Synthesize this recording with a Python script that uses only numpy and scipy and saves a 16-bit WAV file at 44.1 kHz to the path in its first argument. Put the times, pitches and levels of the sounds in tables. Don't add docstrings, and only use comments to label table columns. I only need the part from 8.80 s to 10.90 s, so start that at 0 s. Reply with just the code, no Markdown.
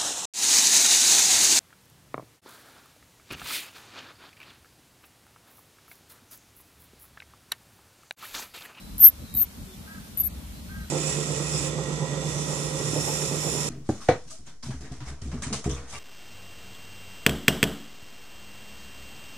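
import sys
import numpy as np
from scipy import signal
from scipy.fft import rfft, irfft, next_fast_len
from scipy.io import wavfile
from scipy.ndimage import uniform_filter1d, map_coordinates

SR = 44100
rng = np.random.default_rng(int(sys.argv[2]) if len(sys.argv) > 2 else 0)


def store_wav(level_fs):
    pcm = np.round(np.clip(np.atleast_2d(level_fs), -1, 1) * 32767)
    wavfile.write(sys.argv[1], SR, pcm.T.astype(np.int16))


def to_linear_factor(level_db):
    exponent = np.asarray(level_db, float) / 20
    return 10 ** exponent


N = 92610
T = np.arange(N) / SR

# pitch_hz, level_db
RUMBLE_SPECTRUM = [(18, -38.5), (30, -11.5), (53, -2.5), (69, -2.5), (108, -9.5), (204, -4), (337, -18),
                   (377, -32), (600, -23.5), (780, -51.5), (1320, -120)]
# pitch_hz, level_db
AIR_SPECTRUM = [(240, -28), (400, -10), (518, -14.5), (768, -12.5), (2060, -17.5), (3450, -16), (3890, -16),
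                (6510, -19), (15000, -19)]
# pitch_hz, likeness_0_to_1
SIDE_LIKENESS = [(30, .92), (100, 0.79), (180, 0.73), (350, 0.4), (800, 0), (8000, 0.055)]
# time_s, level_db
WIND_GUSTS = [(0.0, -54), (0.21, -42.5), (0.37, -46), (0.43, -36.5), (0.46, -48), (0.59, -38), (0.74, -62),
              (0.81, -39.5), (0.92, -58), (0.99, -44.5), (1.11, -55), (1.16, -46.5), (1.35, -55),
              (1.39, -40.5), (1.46, -39), (1.98, -46.5), (2.04, -37), (2.1, -53)]
# start_s, length_s, level_db, start_pitch_hz, end_pitch_hz
BIRD_CHIRPS = [
    (-.03, .22, -59, 3900, 4100),
    (.38, .12, -60, 3900, 4150),
    (.46, .14, -54.5, 3820, 3850),
    (.52, .07, -59, 4150, 4050),
    (.54, .1, -58, 4300, 4500),
    (.86, .135, -57.5, 3530, 3510),
    (1.85, .08, -60, 4200, 4200),
    (1.7, .13, -63, 4000, 4150),
    (2.0, .1, -61, 4050, 4000),
]
# start_s, length_s, level_db
BREATH_PUFFS = [
    (0.177, 0.046, -33.5),
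    (.194, 0.0043, -29.5),
    (0.5405, 0.003, -31.5),
    (0.543, 0.0578, -41.5),
    (1.369, 0.064, -38.5),
    (1.405, 0.011, -41.5),
]
# pitch_hz, level_db
PUFF_SPECTRUM = [(3000, -31), (9000, -19.5), (11000, -1.5), (14000, 1.5), (15500, -17)]
# time_s, left_peak_db, right_peak_db, pitch_hz
FIRST_SQUEAKS = [
    [(.2005, -36, -34, 11500), (.202, -11, -20, 12050), (.2085, -12, -18, 12150), (.2105, -13, -12, 13300),
     (.22, -11, -10, 13500), (.234, -6, -7, 12950), (.24, -3.5, -7, 12880), (.242, 1.2, -6.5, 12930),
     (.258, .6, -4.5, 12660), (.271, -5, -6.5, 12620), (.2845, -8, -8, 13550), (.2905, -14, -14, 13050),
     (.293, -25, -24, 13300), (.3, -22, -22, 12350), (.3035, -36, -34, 12600)],
    [(.549, -34, -38, 11700), (.5505, -19, -23, 12400), (.552, -20, -24, 12650), (.555, -29, -33, 11900),
     (.557, -38, -35, 12700), (.559, -28, -23, 13300), (.5645, -24, -32, 12000)],
    [(.565, -34, -34, 14450), (.567, -15, -17, 14300), (.584, -16, -19, 14200), (.596, -14, -20, 13950),
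     (.603, -13, -24, 13950), (.607, -13, -21, 14050), (.611, -12, -18, 13350), (.615, -9.5, -16, 13330),
     (.633, -13, -21, 13150), (.636, -28, -31, 13200), (.64, -21, -28, 13500), (.645, -32, -36, 13500),
     (.652, -36, -39, 13450)],
]
# time_s, left_peak_db, right_peak_db, pitch_hz
LAST_SQUEAKS = [
    [(1.371, -40, -42, 11900), (1.375, -16, -27, 11750), (1.381, -23, -29, 12000),
     (1.3865, -20, -27, 12100), (1.39, -30, -31, 10900), (1.392, -17, -27, 11800), (1.396, -23, -27, 12000),
     (1.3985, -32, -30, 11800), (1.4012, -10, -14, 12450), (1.404, -22, -22, 12200)],
    [(1.4035, -30, -26, 12100), (1.405, -14, -12, 12100), (1.412, -17, -20, 12350), (1.42, -20, -27, 11900),
     (1.423, -33, -34, 11300), (1.429, -34, -35, 11300)],
    [(1.4315, -36, -40, 11550), (1.434, -21, -36, 11500), (1.444, -18, -33, 11550),
     (1.454, -18, -38, 11570), (1.4635, -19, -32, 11850), (1.467, -20, -26, 13150),
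     (1.4735, -17, -20, 12650), (1.4755, -27, -28, 13200), (1.48, -24, -25, 12750),
     (1.484, -40, -41, 12700)],
    [(1.4, -22, -24, 13900), (1.41, -34, -36, 13700)],
]
# (dip_db softens each pitch top, or each pitch low if negative)
SQUEAK_TRILLS = [
    (.2635, 118, 60, .6, .25),
    (.555, 120, 60, 1, -.6),
    (.6155, 119, 260, 7, 1.3),
    (1.3755, 120, 60, 7, 1.7),
    (1.4075, 120, 90, 3, -.8),
    (1.4465, 119, 210, -6, 1.3),
    (1.4, 300, 150, 6, 1.1),
]
# time_s, level_db
PAW_TAPS = [
    (0.207, -30),
    (.553, -23.5),
]
# start_s, length_s, level_db, pitch_hz
SOFT_HOOT = (.868, .08, -52, 380)
# start_s, length_s, level_db, top_pitch_hz, tilt_db_per_order
FAR_CALLS = [
    (1.057, 0.145, -49, 326.2, -2),
    (1.225, 0.065, -60, 322, 0),
    (1.875, .195, -47.5, 318, 3),
]
# multiple_of_pitch, level_db
CALL_OVERTONES = [(3, -22), (4, -7.5), (5, 0), (6, -13), (7, -22)]
# pitch_hz, level_db
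RATTLE_SPECTRUM = [(100, 1), (800, 2), (3000, -2.5), (10000, -3), (11500, -30)]
# start_s, length_s, centre_hz, width_hz
BAND_GAPS = [(.275, .04, 11200, 1300), (.33, .12, 2920, 70), (.49, .03, 2980, 150), (.55, .085, 5100, 600),
             (.55, .1, 3220, 170), (.55, .035, 2750, 200), (.55, .03, 6000, 700), (.575, .05, 7350, 250),
             (.81, .07, 2800, 100), (.885, .03, 4000, 250), (.935, .075, 1620, 130), (1.09, .03, 6050, 250),
             (1.385, .045, 5800, 350), (1.385, .04, 5250, 250), (1.385, .04, 4050, 250),
             (1.385, .05, 3250, 250), (1.435, .06, 2950, 400), (1.45, .065, 5050, 450),
             (1.46, .035, 3500, 250), (1.505, .035, 5450, 500), (1.5, .045, 1600, 170)]


def unit(x):
    return x / np.sqrt(np.mean(x ** 2) + 1e-20)


def along(points, hz):
    f, v = np.transpose(points)
    return np.interp(np.log(hz + 1), np.log(f + 1), v)


def wobble(rate):
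    knots = rng.standard_normal(int(N * rate / SR) + 4)
    return map_coordinates(knots, [T * rate])


def filtered(x, response):
    m = next_fast_len(N + 8192)
    return irfft(rfft(x, m) * response(np.fft.rfftfreq(m, 1 / SR)), m)[..., :N]


def swell(start, length, edge):
    u = (T - start) / length
    return np.sin(np.pi / 2 * np.clip(np.minimum(u, 1 - u) / edge, 0, 1)) ** 2


def tone(hz):
    return np.sqrt(2) * np.sin(2 * np.pi * np.cumsum(hz) / SR)


def sides(x, pan_db):
    left = 1 / (1 + to_linear_factor(-pan_db))
    return 2 * x * np.array([left + 0 * x, 1 - left + 0 * x])


def echoes(x, t60):
    t = T[:SR // 2]
    build_up = 1 - np.exp(-t / 0.0025)
    tail = rng.standard_normal((2, len(t))) * to_linear_factor(-60 * t / t60) * build_up
    return signal.fftconvolve(x[None], tail / np.linalg.norm(tail[0]), axes=1)[:, :N]


def rush(spectrum, patchy_db):
    z = signal.stft(rng.standard_normal((2, N)), nperseg=512)[2]
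    field = rng.standard_normal(z.shape[1:])
    field = uniform_filter1d(field, size=6, axis=0)
    field = uniform_filter1d(field, size=14, axis=1)
    pair = signal.istft(z * to_linear_factor(patchy_db * unit(field)), nperseg=512)[1][:, :N]

    def mid_and_side(hz):
        turn = np.arccos(np.clip(along(SIDE_LIKENESS, hz), -1, 1)) / 2
        return to_linear_factor(along(spectrum, hz)) * [np.cos(turn), np.sin(turn)]

    mid, side = filtered(pair, mid_and_side)
    return np.array([mid + side, mid - side]) / np.std(mid)


def narrow_noise(centre_hz, width_hz):
    noise = rng.standard_normal(N)
    return unit(filtered(noise, lambda hz: 1 / (1 + ((hz - centre_hz) / width_hz) ** 2)))


def background():
    gust_db = np.interp(T, *np.transpose(WIND_GUSTS))
    drone = to_linear_factor(-1 + gust_db) * sides(narrow_noise(68.2, 18), 0.91)
    hum = to_linear_factor(-56) * narrow_noise(202, 20)
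    rumble_db = -44 + 0.36 * (gust_db - gust_db.mean()) + 0.63 * wobble(12.04)
    rumble = to_linear_factor(rumble_db) * rush(RUMBLE_SPECTRUM, patchy_db=2.5)
    rumble = rumble * to_linear_factor([[.6], [-.6]])
    air = to_linear_factor(-51.5 + .3 * wobble(0.71)) * rush(AIR_SPECTRUM, patchy_db=.8)
    return hum + rumble + drone + air


def birds():
    x = np.zeros(N)
    for s, length, db, start_hz, end_hz in BIRD_CHIRPS:
        glide = np.interp(T, [s, s + length], [start_hz, end_hz])
        chirp = tone(glide + 60 * wobble(150))
        flutter = to_linear_factor(3 * wobble(80))
        x += to_linear_factor(db) * swell(s, length, .3) * chirp * flutter
    return .8 * sides(x, 2) + .6 * echoes(x, .25)


def squeak(rows, trill):
    low_s, rate, depth_hz, dip_db, lead = trill
    s, *cols = np.transpose(rows)
    left_db, right_db, pitch_hz = [uniform_filter1d(np.interp(T, s, c), size=45) for c in cols]
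    turn = 2 * np.pi * rate * (T - low_s)
    depth = depth_hz * np.where(T > s[0] + .03, 1.45, 1)
    jitter_hz = 20 * wobble(350)
    phase = 2 * np.pi * np.cumsum(pitch_hz - depth * np.cos(turn) + jitter_hz) / SR
    lead = lead + .15 * wobble(100)
    whistle = np.sin([phase + lead / 2, phase - lead / 2])
    dip = abs(dip_db) * np.maximum(-np.sign(dip_db) * np.cos(turn), 0) ** 3
    fade = swell(s[0] - .001, s[-1] - s[0] + 0.0022, 0.047)
    size = fade * to_linear_factor(np.array([left_db, right_db]) - dip)
    flutter = to_linear_factor(.25 * np.array([wobble(250), wobble(250)]))
    breath = to_linear_factor(-34) * wobble(2200)
    return size * whistle * (flutter + breath)


def puffs():
    noise = rng.standard_normal((2, N))
    hiss = unit(filtered(noise, lambda hz: to_linear_factor(along(PUFF_SPECTRUM, hz))))
    size = sum(to_linear_factor(db) * swell(s, length, 0.14) for s, length, db in BREATH_PUFFS)
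    return hiss * to_linear_factor(3.75 * wobble(500)) * size


def mouse():
    out = puffs()
    for rows, trill in zip(FIRST_SQUEAKS + LAST_SQUEAKS, SQUEAK_TRILLS):
        out += squeak(rows, trill)
    return out + to_linear_factor(-34) * echoes(out.mean(0), .1)


def taps():
    x = np.zeros(N)
    t = T[:SR // 20]
    for s, db in PAW_TAPS:
        push = np.sin(2 * np.pi * 110 * t) * to_linear_factor(-60 * t / 0.037)
        tick = 0.34 * rng.standard_normal(len(t)) * to_linear_factor(-60 * t / 0.0028)
        x[round(s * SR):][:len(t)] += to_linear_factor(db) * (push + tick)
    return sides(x, 1)


def far_calls():
    s, length, db, hz = SOFT_HOOT
    x = to_linear_factor(db) * swell(s, length, 0.092) * tone(hz + 6 * wobble(30.2))
    for s, length, db, top_hz, tilt_db in FAR_CALLS:
        u = np.clip((T - s) / length, 0, 1)
        arch = 1 - .13 * (2 * u - 1) ** 4
        pitch = top_hz * arch * (1 + 0.0045 * wobble(60))
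        voice = np.zeros(N)
        for k, level in CALL_OVERTONES:
            roughness = 1 + .2 * wobble(90) + .3 * wobble(400)
            voice += to_linear_factor(level + tilt_db * (k - 5)) * tone(k * pitch) * roughness
        x += to_linear_factor(db) * swell(s, length, 0.15) * (.75 + .4 * np.sin(np.pi * u)) * voice
    direct = np.array([np.roll(x, 8), x])
    return .8 * direct + to_linear_factor(-12) * echoes(x, .4)


def starved(x, loudness):
    hz, t, z = signal.stft(x, SR, nperseg=1024)
    busy = np.interp(t, T, loudness.mean(0))
    share = np.where((busy > .01) & (busy < .12), .12, .015)
    lot = rng.random((len(hz), len(t)))
    lot = lot[np.arange(len(hz)) // 6][:, np.arange(len(t)) // 4]
    middle = (hz > 1200) & (hz < 6500)
    dropped = (lot < share) & middle[:, None]
    x = signal.istft(z * ~dropped, SR, nperseg=1024)[1][:, :N]
    for s, length, centre, width in BAND_GAPS:
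        band = filtered(x, lambda hz: np.abs(hz - centre) < .6 * width)
        x = x - swell(s - .008, length + .016, .12) * band
    return x


def scene():
    return background() + birds() + mouse() + taps() + far_calls()


def low_pass(x):
    return signal.sosfilt(signal.butter(12, 15480, fs=SR, output="sos"), x)


def record(dry):
    treble = filtered(dry, lambda hz: hz > 10000)
    loudness = np.sqrt(np.abs(uniform_filter1d(treble ** 2, size=900, axis=1)))
    noisy = dry + to_linear_factor(-39.5) * loudness ** 0.52 * rush(RATTLE_SPECTRUM, patchy_db=2.5)
    top, hardness = .92, 70
    clipped = noisy / (1 + np.abs(noisy / top) ** hardness) ** (1 / hardness)

    def pass_band(hz):
        low_cut = np.clip(hz / 40, 0, 1) ** 3
        return low_cut / (1 + np.exp(np.clip((hz - 14600) / 80.5, -40, 40)))

    mix = starved(filtered(clipped, pass_band), loudness)
    return low_pass(mix)


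dry = scene()
out = record(dry)
store_wav(out)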